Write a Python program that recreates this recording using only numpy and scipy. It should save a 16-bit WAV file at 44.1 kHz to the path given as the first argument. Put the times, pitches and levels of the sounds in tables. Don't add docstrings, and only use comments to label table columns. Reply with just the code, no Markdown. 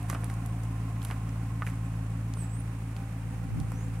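import sys
import numpy as np
from scipy import signal
from scipy.fft import rfft, irfft
from scipy.io import wavfile
from scipy.ndimage import uniform_filter1d

SR = 44100
rng = np.random.default_rng(int(sys.argv[2]) if len(sys.argv) > 2 else 0)


def log_audio(samples):
    frames = np.atleast_2d(samples).T
    limited = np.clip(frames, -1, 1)
    pcm = np.round(limited * 32767).astype(np.int16)
    wavfile.write(sys.argv[1], SR, pcm)


N = 176400
T = np.arange(N) / SR
BINS_HZ = np.arange(N // 2 + 1) * SR / N
CYLINDERS = 8
STEP_LIKENESS = 0.83

# (time [s], speed [rpm])
IDLE_RPM = [(0.0, 823.8), (0.4, 842.4), (0.8, 828.1), (1.1, 824.8), (1.35, 837.2), (1.6, 833.8),
            (2.05, 822.8), (2.4, 834.3), (2.7, 834.0), (3.1, 832.4), (3.6, 839.2), (4.0, 827.0)]


def amp(db):
    return 10 ** (np.asarray(db) / 20)


def unit(x):
    return x / np.sqrt(np.mean(x ** 2) + 1e-20)


def curve(rows, column=1):
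    rows = np.array(rows, float)
    return np.interp(T, rows[:, 0], rows[:, column])


def by_pitch(rows, size):
    hz, value = np.array(rows, float).T
    return np.interp(np.log(np.arange(size // 2 + 1) * SR / size + 1), np.log(hz), value)


def causal(x, gain):
    size = x.shape[-1]
    cepstrum = irfft(np.log(gain))
    cepstrum[1:size] *= 2
    cepstrum[size + 1:] = 0
    return irfft(rfft(x, 2 * size) * np.exp(rfft(cepstrum)))[..., :size]


def colour(x, rows):
    return causal(x, amp(by_pitch(rows, 2 * N)))


def walk(rate_hz):
    return unit(irfft(rfft(rng.standard_normal(N)) * np.exp(-(BINS_HZ / rate_hz) ** 2), N))


def stereo_noise(likeness, size=N):
    mid, side = rfft(rng.standard_normal((2, size)))
    mid, side = mid * np.sqrt((1 + likeness) / 2), side * np.sqrt((1 - likeness) / 2)
    return irfft(np.array([mid + side, mid - side]), size)


def fade(start_s, decay_s):
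    return (T >= start_s) * np.exp(-np.clip((T - start_s) / decay_s, 0, 50))


def buffet():
    # (time [s], level [dB])
    gust_db = [(3.15, -89), (3.23, -49), (3.42, -48), (3.5, -41), (3.545, -34), (3.615, -29.5),
               (3.67, -48.5), (4, -50)]
    # (frequency [Hz], gain [dB])
    spectrum = [(30, -21), (60, -5.5), (90, -1), (140, 0), (200, -12.5), (300, -15), (450, -36),
                (1500, -67)]
    return amp(curve(gust_db)) * unit(colour(stereo_noise(likeness=0.075), spectrum))


def whistle(hz, waver):
    return np.sqrt(2) * np.sin(2 * np.pi * np.cumsum(hz * (1 + waver * walk(350))) / SR)


def bird():
    # (time [s], pitch [Hz], level [dB])
    call = [(2.345, 10900, -68), (2.362, 9000, -60), (2.40, 8230, -53), (2.44, 7800, -53.5),
            (2.47, 7600, -68), (2.51, 7620, -58), (2.55, 8250, -55.5), (2.585, 8800, -58),
            (2.612, 9950, -57)]
    # (start [s], length [s], from [Hz], to [Hz], level [dB])
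    notes = [(1.837, .04, 7300, 8150, -63), (3.726, .16, 5500, 7800, -61.5)]
    flutter_db, echo_db = 2.5, -10
    gate = uniform_filter1d(1. * ((T > call[0][0]) & (T < call[-1][0])), size=400)
    level_db = curve(call, column=2) + flutter_db * walk(70)
    song = gate * amp(level_db) * whistle(curve(call), waver=0.0041)
    for start_s, length_s, from_hz, to_hz, db in notes:
        progress = np.clip((T - start_s) / length_s, 0, 1)
        swell = np.sqrt(np.abs(np.sin(np.pi * progress)))
        song += amp(db) * swell * whistle(from_hz + (to_hz - from_hz) * progress, waver=0.035)
    trees = unit(rng.standard_normal((2, N)) * fade(0, decay_s=0.042)) / np.sqrt(N)
    return song + amp(echo_db) * signal.fftconvolve(song[None], trees, axes=1)[:, :N]


def scuffs():
    # (start [s], length [s], level [dB])
    rolls = [(0.081, 0.077, -50.5), (0.268, 0.083, -58), (1.016, 0.15, -57), (1.647, .065, -54),
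             (2.372, .08, -57.5)]
    # (frequency [Hz], gain [dB])
    spectrum = [(300, -8.5), (1000, -7.5), (2300, -4), (3800, -8), (7000, -5), (11000, -5), (16000, -25)]
    grains_per_s = 2300
    pressure = np.zeros(N)
    for start_s, length_s, db in rolls:
        progress = np.clip((T - start_s) / length_s, 0, 1)
        pressure += amp(db) * np.sqrt(np.abs(np.sin(np.pi * progress)))
    hits = rng.random(N) < grains_per_s / SR
    grain_db = np.minimum(rng.exponential(size=N), 4)
    return pressure * unit(colour(hits * amp(grain_db) * stereo_noise(STEP_LIKENESS), spectrum))


def heels():
    # (time [s], relative level [dB])
    strikes = [(.0995, -35), (1.6212, -24.5), (1.6261, -32)]
    # (frequency [Hz], relative level [dB], t60 [s])
    modes = [(1180, 1.5, .03), (1290, -4.5, 0.052), (1470, -2.5, 0.034), (1740, -9.5, 0.047),
             (1990, -10, 0.031), (2670, -19.5, 0.024)]
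    out = np.zeros(N)
    for start_s, db in strikes:
        for hz, mode_db, t60_s in modes:
            detuned_hz = hz * (1 + 0.023 * rng.standard_normal())
            envelope = 0.44 * amp(db + mode_db) * fade(start_s, t60_s / np.log(1000))
            out += envelope * np.sin(2 * np.pi * detuned_hz * (T - start_s))
    return out


def clicks(events, spectrum, decay_s, tail_s, tail_db, focus_db):
    size = 4096
    out, t = np.zeros((2, N + size)), T[:size]
    envelope = np.sqrt(np.exp(-2 * t / decay_s) + amp(tail_db) ** 2 * np.exp(-2 * t / tail_s))
    envelope_rms = np.sqrt(np.mean(envelope ** 2))
    bins_hz = np.arange(size + 1) * SR / size / 2 + 1
    for start_s, db, hz in events:
        focus = np.exp(-2 * np.log2(bins_hz / hz) ** 2)
        gain = amp(by_pitch(spectrum, 2 * size) + focus_db * focus)
        crack = causal(stereo_noise(STEP_LIKENESS, size) * envelope, unit(gain))
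        start = int(start_s * SR)
        out[:, start:start + size] += amp(db) * unit(crack) * envelope_rms
    return out[:, :N]


def grit_snaps():
    # (time [s], level [dB], pitch [Hz])
    snaps = [(.029, -44, 13100), (.0985, -31, 10000), (.1005, -29, 6000), (.237, -57, 12000),
             (.2435, -33, 11000), (.300, -40, 5070), (.340, -41, 9050), (.461, -36.5, 11700),
             (.6345, -42, 6950), (1.0185, -38.5, 3450), (1.029, -40, 12000), (1.039, -42, 9000),
             (1.049, -32, 11500), (1.0505, -36, 4500), (1.111, -45, 10200), (1.1115, -40, 2770),
             (1.292, -44, 5000), (1.6665, -43, 6000), (1.688, -55, 6000), (2.338, -35.5, 5490),
             (2.42, -55, 9000), (2.965, -39, 3800), (3.601, -38, 5000), (3.719, -40.5, 11000)]
    # (frequency [Hz], gain [dB])
    spectrum = [(300, -14), (1000, -40), (2500, 5.5), (5000, 3), (7000, 4), (10500, 1.5), (13000, -1),
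                (16000, -28.5)]
    return clicks(snaps, spectrum, decay_s=0.00075, tail_s=0.0085, tail_db=-18, focus_db=12)


def sole_knocks():
    # (time [s], level [dB], pitch [Hz])
    knocks = [(.099, -29, 1500), (.105, -36, 1540), (.129, -30.5, 1080), (.140, -44, 1000),
              (.148, -29.5, 1090), (.153, -35, 805), (.236, -37, 1090), (.2995, -37, 1190),
              (1.051, -40.5, 800), (1.089, -47, 2000), (1.102, -36.5, 2000), (1.111, -30, 1300),
              (1.6665, -35, 2220), (1.673, -34, 2200), (1.688, -39.5, 2000), (2.371, -39, 900),
              (3.719, -36, 890)]
    # (frequency [Hz], gain [dB])
    spectrum = [(150, -9.5), (500, 4), (1000, 1.5), (1500, -0.5), (2300, -6.5), (3500, -16), (6000, -20.5),
                (15000, -46)]
    return clicks(knocks, spectrum, decay_s=0.0018, tail_s=0.018, tail_db=-14, focus_db=5)


def bay_rush(cycle):
    # (frequency [Hz], density [dB/Hz])
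    spectrum = [(25, -93.5), (45, -80), (90, -73), (150, -69.5), (280, -78), (400, -82.5), (600, -83.5),
                (850, -83), (1200, -86.5), (1600, -90), (2700, -93.5), (3300, -99), (5000, -100),
                (7500, -100), (10500, -103), (13000, -108), (16000, -113)]
    # (frequency [Hz], correlation [0-1])
    likeness = [(100, 1), (250, 0.96), (450, 0.75), (1200, 0.68), (2500, 0.06), (5000, 0), (12000, 0.02)]
    # (time [s], gain [dB])
    swell_db = [(0, 1.5), (.5, 1.2), (1.2, 1), (2.2, 0), (3.1, 0), (4, 0.55)]
    throb_depth, flicker_db = 0.066, 0.62
    rush = colour(stereo_noise(by_pitch(likeness, N)), spectrum) * np.sqrt(SR / 2)
    throb = 1 + throb_depth * np.cos(2 * np.pi * CYLINDERS * cycle)
    return rush * throb * amp(curve(swell_db) + flicker_db * walk(34))


def whirr_and_mic_ring():
    # (frequency [Hz], width [Hz], start level [dB], knee level [dB], end level [dB])
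    resonances = [(508.3, 16, -69, -73.5, -61), (709, 31, -58, -65.5, -79), (785, 11.6, -60, -63, -62),
                  (1064, 48, -58.5, -58.5, -75), (8700, 120, -64, -76, -71)]
    knee_s = 1.17
    out = np.zeros((2, N))
    for hz, width_hz, *levels_db in resonances:
        peak = 1 / (1 + 2 * ((BINS_HZ - hz) / width_hz) ** 2)
        ring = irfft(rfft(stereo_noise(likeness=0.93)) * peak, N)
        out += unit(ring) * amp(np.interp(T, [0, knee_s, T[-1]], levels_db))
    return out


def chuff(cycle):
    pipe_hz, level_db = 274, -45
    centre_cycles, width_cycles = -0.018, 0.11
    offset_cycles = (cycle - centre_cycles + .5) % 1 - .5
    offset_s = offset_cycles * 120 / curve(IDLE_RPM)
    swell = amp(level_db) * np.exp(-(offset_cycles / width_cycles) ** 2 / 2)
    return swell * np.sqrt(2) * np.cos(2 * np.pi * pipe_hz * offset_s)


def exhaust(cycle):
    # (order [per engine cycle], relative level [dB])
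    orders = [(1, -31), (2, -48), (3, -43), (4, -40), (5, -41), (6, -31), (7, -47), (8, -4), (9, -48),
              (10, -42), (11, -44), (12, -20), (13, -85), (14, -20.5), (15, -21.5), (16, 2.5), (17, -16.5),
              (18, -16), (19, -19), (20, -49), (21, -20), (22, -26.5), (23, -44), (24, -6.5), (25, -18),
              (26, -34), (27, -20.5), (28, -32), (29, -27.5), (30, -19), (31, -28.5), (32, -47),
              (33, -28.5), (34, -32), (35, -21), (36, -35), (37, -32), (38, -37.5), (39, -29.5), (40, -19),
              (41, -30.5), (42, -28), (43, -31), (44, -31), (45, -33), (46, -43), (47, -31.5), (48, -37.5)]
    firing_db = [0.5, 1.5, -1.5, 0.5, 2.65, 0.2, -0.16, -3]
    # (time [s], level [dB])
    level_db = [(0, -33), (.5, -32.5), (1.1, -33), (2.0, -32.5), (2.5, -33), (3.1, -35.5), (3.45, -34),
                (4, -33)]
    firing_rad = np.angle(np.fft.fft(amp(firing_db)))
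    tones = np.zeros(N)
    for order, db in orders:
        if order % CYLINDERS:
            waver_db, waver_rad, lag_cycles = -0.7, 0.12, 0.012
        else:
            waver_db, waver_rad, lag_cycles = 0.39, 0, 0
        gain = amp(db + waver_db * walk(1.9))
        phase = 2 * np.pi * order * (cycle - lag_cycles) + firing_rad[order % CYLINDERS]
        tones += gain * np.cos(phase + waver_rad * walk(9))
    return unit(tones) * amp(curve(level_db))


def scene():
    cycle = np.cumsum(curve(IDLE_RPM)) / SR / 120 - 0.067
    crunch = grit_snaps() + sole_knocks()
    drone = exhaust(cycle) + chuff(cycle) + bay_rush(cycle) + whirr_and_mic_ring()
    footsteps = crunch + heels() + scuffs()
    return drone + footsteps + bird() + buffet()


def record(dry):
    # (frequency [Hz], gain [dB])
    left_mic = [(250, 0.5), (1000, -1.5), (2500, 2), (4500, -0.5), (7000, -0.5), (8500, -4.5), (10000, -13),
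                (15000, -6.5)]
    # (frequency [Hz], gain [dB])
    right_mic = [(250, 0.5), (600, -1), (1300, 4), (2500, 4), (3300, -0.5), (4500, -4), (7000, 1),
                 (8600, 6), (11000, 5.5), (15000, 5)]
    cutoff_hz = 15900
    heard = np.array([colour(dry[0], left_mic), colour(dry[1], right_mic)])
    return signal.sosfilt(signal.ellip(10, .2, 80, cutoff_hz, fs=SR, output="sos"), heard)


dry = scene()
out = record(dry)
log_audio(out)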